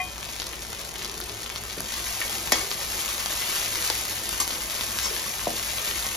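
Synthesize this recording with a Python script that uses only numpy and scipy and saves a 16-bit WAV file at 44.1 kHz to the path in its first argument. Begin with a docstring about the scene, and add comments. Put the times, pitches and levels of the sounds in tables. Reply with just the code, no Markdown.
"""A clink of steel dies away over the steady sizzle of garlic, chilli and spices in hot oil in a metal wok.
Oil spits throughout; a slotted metal spoon then stirs, lifting the sizzle, and knocks and scrapes on the wok.
The sizzle is spiky noise plus bursting-bubble grains, the spits are snaps with spray, the clink and
knocks are ringing modes, and the scrapes are jerky noise with a squeal. A gas flame's rumble and a hum
lie under it all; a close pair of microphones hears it in a small kitchen."""
import sys
import numpy as np
from scipy import signal
from scipy.fft import rfft, irfft, next_fast_len
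from scipy.io import wavfile
from scipy.ndimage import map_coordinates

SR = 44100
rng = np.random.default_rng(int(sys.argv[2]) if len(sys.argv) > 2 else 0)


def generate_wav(sig):
    """Save sig (samples, or channels by samples) to the path in sys.argv[1] as 16-bit PCM at SR."""
    pcm = np.round(np.clip(np.atleast_2d(sig).T, -1, 1) * 32767).astype(np.int16)
    wavfile.write(sys.argv[1], SR, pcm)


N = 271656
TIME = np.arange(N) / SR
TOP_HZ = 15850  # band limit of the whole mix


def amp(db):
    """Decibels to a linear factor."""
    return 10 ** (np.asarray(db) / 20)


def unit(x):
    """x scaled to an RMS of one."""
    return x / np.sqrt(np.mean(x ** 2) + 1e-20)


def along(points, hz):
    """A curve of (frequency, value) points read on a log frequency axis."""
    f, v = np.transpose(points)
    return np.interp(np.log(hz + 1), np.log(f), v)


def wobble(rate):
    """A smooth random curve with rate knots a second."""
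    knots = rng.standard_normal(int(N * rate / SR) + 4)
    return map_coordinates(knots, [TIME * rate])


def filtered(x, response):
    """x times a complex response of frequency."""
    m = next_fast_len(N + SR // 2)
    return irfft(rfft(x, m) * response(np.fft.rfftfreq(m, 1 / SR)), m)[..., :N]


def coloured(x, points, size=4096):
    """x through a causal, minimum-phase filter of unit energy with the given spectrum."""
    cepstrum = irfft(np.log(amp(along(points, np.fft.rfftfreq(size, 1 / SR)))))
    cepstrum[1:size // 2] *= 2
    cepstrum[size // 2 + 1:] = 0
    kernel = irfft(np.exp(rfft(cepstrum)))
    return signal.fftconvolve(x, kernel / np.linalg.norm(kernel))[:len(x)]


def lowpass(x, order, hz):
    """x with the treble above hz rolled off."""
    return signal.lfilter(*signal.butter(order, hz, fs=SR), x)


def resonate(x, peaks):
    """x through a bank of resonances in parallel."""
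    return sum(amp(db) * signal.lfilter(*signal.iirpeak(hz, hz / width, fs=SR), x) for hz, width, db in peaks)


def add(track, s, sound):
    """Mix a sound into the track at time s."""
    start = max(round(s * SR), 0)
    track[start:start + len(sound)] += sound[:N - start]


def ring(modes):
    """Decaying modes of struck metal, each starting at a chance point of its swing."""
    t = TIME[:SR // 2]
    out = np.zeros(len(t))
    for hz, db, t60 in modes:
        out += amp(db - 60 * t / t60) * np.sin(2 * np.pi * (hz * t + rng.random()))
    return out


# a steel utensil ringing out: (pitch [Hz], level [dB], t60 [s])
UTENSIL_MODES = [(736, -25.5, 0.2), (1100, -33.5, 0.26), (1850, -35, 0.09), (2050, -23, 0.089),
                 (2457, -25.5, 0.27), (3165, -40, 0.6)]


def utensil():
    """Steel modes already ringing as the sound begins, faded in over 1.9 ms so the opening does not click."""
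    out = np.zeros(N)
    add(out, 0, ring(UTENSIL_MODES))
    rise_s = 0.0019
    return out * (1 - np.exp(-TIME / rise_s))


# sweeps of the spoon through the food: (time at the height [s], extra sizzle [dB])
SWEEPS = [(2.23, 0.4), (3.1, 1), (3.52, 2.5), (3.78, 2), (5.92, 1.5)]
SWEEP_RISE_S, SWEEP_FALL_S = 0.14, 0.22


def flare_db():
    """Every sweep swells the sizzle and lets it sink back."""
    total = np.zeros(N)
    for s, db in SWEEPS:
        width = np.where(TIME < s, SWEEP_RISE_S, SWEEP_FALL_S)
        total += db * np.exp(-((TIME - s) / width) ** 2)
    return total


# the undisturbed oil, and what stirring adds by pushing wet pieces onto hot metal
CALM_SIZZLE_DB, CALM_BURBLE_DB = -39, -48
STIR_START_S, STIR_RISE_S, STIR_SIZZLE_DB, STIR_BURBLE_DB = 1.72, 0.37, 4.5, 3


def frying():
    """How far the food is stirred up (0-1), and the sizzle and burble levels [dB] that follow from it."""
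    stirred = np.clip((TIME - STIR_START_S) / STIR_RISE_S, 0, 1)
    sizzle_db = CALM_SIZZLE_DB + STIR_SIZZLE_DB * stirred + flare_db()
    return stirred, sizzle_db, CALM_BURBLE_DB + STIR_BURBLE_DB * stirred


def bubbles(rate, pitch_hz, spread, cycles, size_db, size=64):
    """Bursting bubbles, each a damped cosine of a few cycles; rate is per second, for every sample."""
    count = 60000  # candidates, thinned out to the wanted rate
    when, chance = rng.random(count), rng.random(count)
    detune, bulk = rng.standard_normal(count), rng.exponential(size=count)
    start = (when * N).astype(int)
    keep = chance < rate[start] * N / SR / count
    hz = np.minimum(pitch_hz * np.exp(spread * detune[keep]), SR / 3)
    turns = hz[:, None] * TIME[:size]
    loudness = amp(size_db * np.minimum(bulk[keep], 4))[:, None]
    grains = loudness * np.exp(-turns / cycles) * np.cos(2 * np.pi * turns)
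    places = start[keep, None] + np.arange(size)
    return np.bincount(places.ravel(), grains.ravel(), N + size)[:N]


# colour of the bursting steam bubbles: (frequency [Hz], relative level [dB])
STEAM_COLOUR = [(200, -21.5), (600, -14), (1100, -1.5), (1450, -4.5), (1900, -1.5), (3300, -3.5),
                (5400, -2.5), (7500, 0.5), (9000, -1), (13000, -3.5), (15500, -2)]


def fizz(stirred):
    """The finest bubbles blur into spiky noise, brighter when stirred and never quite steady."""
    spikes = rng.standard_normal(N) * amp(7.6 * rng.standard_normal(N))
    bright = unit(coloured(spikes, STEAM_COLOUR))
    dull = filtered(bright, lambda hz: 1 / np.sqrt(1 + (hz / 6500) ** 2))
    return (stirred * bright + (1 - stirred) * dull) * amp(1.58 + 1.5 * wobble(25.08))


def crackle(stirred):
    """Separate steam bubbles burst at an uneven rate, more densely once stirred."""
    rate = (800 + 1700 * stirred) * amp(2.3 * wobble(30))
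    bursts = bubbles(rate, pitch_hz=6760, spread=0.48, cycles=0.42, size_db=4.0)
    evened = bursts / np.sqrt(1 + 1.24 * stirred)  # offsets the loudness of the denser bursts
    return unit(coloured(evened, STEAM_COLOUR)) * amp(0.5)


# the foam wells up or sloshes round the spoon: (time at the height [s], half length [s], level [dB])
SURGES = [(1.25, 0.46, -51), (2.646, 0.06, -45.5), (5.122, 0.046, -46)]
# the hollow note of the bowl in a surge: (pitch [Hz], width [Hz], relative level [dB])
HOLLOW = [(403, 128, 2)]


def surges(foam):
    """The foam swells through the bowl's hollow resonance, applied twice for a sharper note."""
    hollow = unit(resonate(resonate(foam, HOLLOW), HOLLOW))
    swell = sum(amp(db) * np.exp(-((TIME - s) / half) ** 2) for s, half, db in SURGES)
    return swell * hollow


# colour of the foaming oil: (frequency [Hz], relative level [dB])
FOAM_COLOUR = [(80, -17.5), (170, -12), (225, 4), (270, -13), (330, 2), (410, -3), (600, 1), (1100, 0.5),
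               (2500, -11.5), (6000, -71)]


def sizzle():
    """Water leaves the food as steam: a fine fizz, separate crackles and the burble of the foam."""
    stirred, sizzle_db, burble_db = frying()
    steam = amp(sizzle_db) * (fizz(stirred) + crackle(stirred))
    foam = bubbles(np.full(N, 1200), pitch_hz=630, spread=0.55, cycles=1.0, size_db=1.5, size=600)
    burble = amp(burble_db) * unit(coloured(foam, FOAM_COLOUR))
    return steam + burble + surges(foam)


# burner rumble: (frequency [Hz], relative level [dB])
RUMBLE_COLOUR = [(15, -7), (36, -6), (48, 9), (75, -1.5), (120, -5), (150, -2.5), (200, -4.5), (400, -16.5),
                 (1500, -32)]
# kitchen hum: (pitch [Hz], relative level [dB], unsteadiness [share])
HUM = [(58.9, -47.5, 0.54), (101.5, -53.5, 0.79)]


def stove():
    """The flame rumbles, partly alike on both sides, under a hum wavering in level and phase."""
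    shared, left, right = [unit(coloured(rng.standard_normal(N), RUMBLE_COLOUR)) for _ in range(3)]
    rumble = amp(-49) * (shared + 0.71 * np.array([left, right]))
    hum = np.zeros(N)
    for hz, db, unsteady in HUM:
        waver = 1 + unsteady * (wobble(13) + 1j * wobble(24))
        hum += amp(db - 1.0) * np.real(waver * np.exp(2j * np.pi * hz * TIME))
    return (rumble + hum) * amp([[.7], [-.7]])  # a little louder on the left


def snap(hz):
    """A pressure flick that swells and dies within a cycle or two."""
    cycles = hz * TIME[:300]
    age = cycles / 0.35  # the envelope peaks after 0.35 cycles
    return np.sin(2 * np.pi * cycles) * age * np.exp(1 - age)


# the loudest spits of oil: (time [s], level of the snap's envelope peak [dB], pitch [Hz])
SPITS = [(0.181, -16, 5430), (0.29, -19, 3400), (0.3999, -11, 4600), (0.4196, -15, 4300),
         (0.4686, -13.5, 5700), (0.533, -20, 2180), (0.6219, -16, 7500), (0.7305, -14.5, 6500),
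         (0.7932, -18, 5940), (0.8501, -16, 4830), (0.9583, -18.5, 2970), (0.9944, -25, 5800),
         (1.0473, -10, 5540), (1.056, -15, 4030), (1.0968, -17, 4400), (1.179, -14, 5800),
         (1.2028, -10, 9900), (1.2959, -16, 5000), (1.462, -17, 3200), (1.501, -17, 2430),
         (1.5605, -14, 3940), (1.6382, -14, 10000), (1.7294, -25, 4340), (1.8054, -9, 9000),
         (1.9217, -13, 5600), (1.94, -14, 4300), (2.0702, -17, 11000), (2.205, -8, 10500),
         (2.715, -9.5, 4500), (2.825, -16.5, 4900), (3.1017, -17, 4100), (3.26, -7, 6300),
         (3.39, -17, 5950), (3.8764, -9, 6500), (3.9006, -4, 4540), (4.292, -5, 11500), (4.3294, -10, 6600),
         (4.478, -8.5, 6600), (4.5065, -13, 4220), (4.8103, -10.5, 3400), (4.9877, -7, 5900),
         (4.9887, -16.5, 3950), (5.1657, -20, 3800), (5.3948, -20, 2370), (5.784, -13.5, 3020),
         (5.8773, -16, 5500), (5.9118, -14.5, 2540), (6.0667, -11.5, 6350)]
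SPRAY_DB, SPRAY_S = -9.5, 0.00055  # against the snap; decay time
POP_HZ, POP_DB = 1300, -17.5  # soft pop of the collapsing bubble, against the snap


def spits():
    """Big bubbles snap, pop and throw a fine spray, all within a few milliseconds."""
    out, t = np.zeros(N), TIME[:300]
    for s, db, hz in SPITS:
        spray = amp(SPRAY_DB) * rng.standard_normal(len(t)) * np.exp(-t / SPRAY_S)
        pop = amp(POP_DB) * snap(POP_HZ)
        add(out, s, amp(db) * (snap(hz) + pop + spray))
    return out


# the dense, quickly damped rattle of spoon on wok: (frequency [Hz], relative level [dB])
CLANK_COLOUR = [(90, -40), (180, 0), (500, 1), (800, 2.5), (1200, 0), (1800, 9.5), (2700, -4), (3500, 3),
                (5700, 9.5), (7000, 1), (8000, 5), (15000, -2.5)]


def clatter(t60):
    """Clank-coloured noise dying away, for modes too dense to hear singly."""
    t = TIME[:SR // 2]
    return coloured(rng.standard_normal(len(t)) * amp(-60 * t / t60), CLANK_COLOUR)


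# spoon blows, thin high on the wall, dull where food cushions them:
# (time [s], strength [dB], freedom to ring [0-1], lowest frequency [Hz], highest frequency [Hz])
KNOCKS = [(1.7736, 1.5, 0.34, 110, 420), (1.789, -2, 0.3, 120, 280), (2.215, 6.5, 0.22, 2200, 2750),
          (2.5205, 7.5, 0.45, 230, 14000), (2.5305, -3, 0.5, 700, 6000), (2.611, -9.5, 0.5, 500, 7000),
          (3.9, 0.5, 0.3, 453, 2280), (4.4, -8, 0, 1000, 15000), (4.52, 0, 0.66, 150, 300),
          (5.4685, 8.5, 0.54, 170, 724)]
# the flexing bowl's thump: (frequency [Hz], relative level [dB])
THUMP_COLOUR = [(80, -17), (180, -0.5), (500, 2.5), (900, -1), (1400, -8), (3000, -8), (9000, -46)]
# the wok with the spoon on it: (pitch [Hz], relative level [dB], t60 [s])
WOK_MODES = [(236, 1, 0.31), (321.5, 0.5, 0.44), (402, -3, 0.45), (500, 1.5, 0.41), (696, 2, 0.32),
             (760, 2.5, 0.29), (1107, -3, 0.22), (1830, 10.5, 0.12), (1980, 7, 0.16), (2222, 9.5, 0.31),
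             (3260, 10, 0.1), (3430, 10, 0.15), (4750, 7.5, 0.2), (4960, 8, 0.12), (5290, 1, 0.2),
             (5900, 14, 0.13), (6270, 6, 0.1), (6870, 19, 0.086), (7100, 10, 0.11)]
# levels against the blow's strength, and decays when wholly free to ring
THUMP_DB, RATTLE_DB, SHIMMER_DB, RING_DB = -3, -18.5, -26.5, -39
RATTLE_T60_S, SHIMMER_T60_S, SHIMMER_HZ = 0.093, 0.22, 5500


def knocks():
    """Spoon hits wok: a thump, a rattle, a duller, longer shimmer and modes, damped by a pressed spoon."""
    out = np.zeros(N)
    count = SR // 2
    hz = np.fft.rfftfreq(count, 1 / SR)
    flex = irfft(np.exp(-2j * np.pi * 0.1435 * np.sqrt(hz)), count)  # bending waves: treble arrives first
    thump = coloured(flex, THUMP_COLOUR)
    for s, db, free, low_hz, high_hz in KNOCKS:
        free = np.clip(free, .05, 1)
        blow = amp(THUMP_DB) * thump
        blow += amp(RATTLE_DB) * clatter(free * RATTLE_T60_S)
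        blow += amp(SHIMMER_DB) * lowpass(clatter(free * SHIMMER_T60_S), 1, SHIMMER_HZ)
        blow += free * amp(RING_DB) * ring(WOK_MODES)
        blow = signal.lfilter(*signal.butter(2, low_hz, "high", fs=SR), amp(db) * blow)
        add(out, s, lowpass(blow, 3, min(high_hz, TOP_HZ)))  # a soft contact dulls the blow
    return out


# the spoon's edge dragging on the wok: (time [s], length [s], share of it spent rising [0-1], level [dB],
# ringing against the rasp [dB], squeal pitch [Hz], squeal level [dB], highest rasp and ringing [Hz])
SCRAPES = [(2.532, 0.13, 0.26, -36.5, -9, 2220, -36.5, 6000),
           (4.398, 0.043, 0.09, -24.5, -5, 6440, -30, 15000), (5.022, 0.069, 0.52, -31, 2, 5410, -31, 9000)]
# the dry rasp of its edge: (frequency [Hz], relative level [dB])
RASP_COLOUR = [(100, -18), (250, 0), (600, -8), (1080, 4), (1500, -11), (2200, -6), (3000, -4),
               (4500, -2.5), (6500, 1), (8000, 7), (15000, -6.5)]
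# the spoon's resonances when it is rubbed: (pitch [Hz], width [Hz], relative level [dB])
SPOON_MODES = [(1110, 110, -5), (2160, 60, -6.5), (4120, 30, -10), (4746, 42, 0.5), (5850, 40, -3),
               (6200, 35, -2), (6370, 35, 7), (7320, 30, 4), (7350, 60, 0)]
SQUEAL_WANDER = 0.0015  # share of its pitch


def scrapes():
    """The edge slips in tiny jerks that rasp and drive its resonances; a squeal follows the pressure."""
    out, t = np.zeros(N), TIME[:SR // 2]
    for s, length, rising, db, ring_db, squeal_hz, squeal_db, high_hz in SCRAPES:
        pressure = np.interp(t, [0, length * np.clip(rising, .02, .9), length], [0, 1, 0])
        jerks = rng.standard_normal(len(t)) * amp(2.0 * rng.standard_normal(len(t)))
        slips = jerks * pressure ** 0.98
        ringing = amp(ring_db) * unit(resonate(slips, SPOON_MODES))
        rub = lowpass(unit(coloured(slips, RASP_COLOUR)) + ringing, 2, min(high_hz, TOP_HZ))
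        rub = rub / np.std(rub[:int(length * SR)])
        turns = np.cumsum(squeal_hz * (1 + SQUEAL_WANDER * wobble(60)[:len(t)])) / SR
        squeal = amp(squeal_db) * np.sqrt(pressure) * np.sin(2 * np.pi * turns)
        add(out, s, amp(db) * rub + squeal)
    return out


# colour of the diffuse echo, much weaker above 7 kHz: (frequency [Hz], level [dB])
ECHO_COLOUR = [(100, -13.5), (500, -3.5), (1500, -2), (3000, -1.5), (6500, -5), (8000, -19), (15000, -17.5)]


def diffuse_echo(x, bowl_t60, room_t60, room_db, size=2048, count=12288):
    """Quick reflections in the bowl, then the walls: noise tails redrawn per side every 2048 samples."""
    t = TIME[:count]
    envelope = amp(-60 * t / bowl_t60) + amp(room_db - 60 * t / room_t60)
    envelope = envelope * (t > .0006)  # the first echo comes after 0.6 ms
    pieces = np.pad(x, (0, -N % size)).reshape(-1, size)
    wet = np.zeros((2, N))
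    for side in wet:
        tails = rng.standard_normal((len(pieces), count)) * envelope / np.linalg.norm(envelope)
        for k, echo in enumerate(signal.fftconvolve(pieces, tails, axes=1)):
            add(side, k * size / SR, echo)
    return filtered(wet, lambda hz: amp(along(ECHO_COLOUR, hz)))


# phase between the microphones: (frequency [Hz], lead of the right [rad])
RIGHT_LEAD = [(100, 0.08), (800, -0.51), (1700, 0.09), (2800, -1.91), (3600, -0.17), (4200, -0.07),
              (5000, -1.14), (5800, 0.37), (6800, 1.31), (7800, 3.09), (8800, 3.26), (10500, 5.77),
              (12200, 6.35), (14500, 9.36)]
# level between the microphones: (frequency [Hz], left over right [dB])
LEFT_TILT = [(100, -3), (350, 0.5), (550, 2), (1100, 4.5), (1800, 1), (2600, 5.5), (3300, 6.5), (4500, 4),
             (6500, 2), (8000, 0)]


def scene():
    """Phase and level differences place the wok between the microphones; echoes and stove join in."""
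    wok = sizzle() + spits() + knocks() + scrapes()
    sides = np.array([[.5], [-.5]])  # each side takes half of the difference
    direct = filtered(wok + utensil(), lambda hz: np.exp(-1j * sides * np.interp(hz, *np.transpose(RIGHT_LEAD))))
    both = direct + diffuse_echo(wok, bowl_t60=0.014, room_t60=0.21, room_db=6.5)
    return filtered(both, lambda hz: amp(sides * along(LEFT_TILT, hz))) + stove()


def record(dry):
    """Nothing is kept above the band limit."""
    return filtered(dry, lambda hz: hz < TOP_HZ)


dry = scene()
out = record(dry)
generate_wav(out)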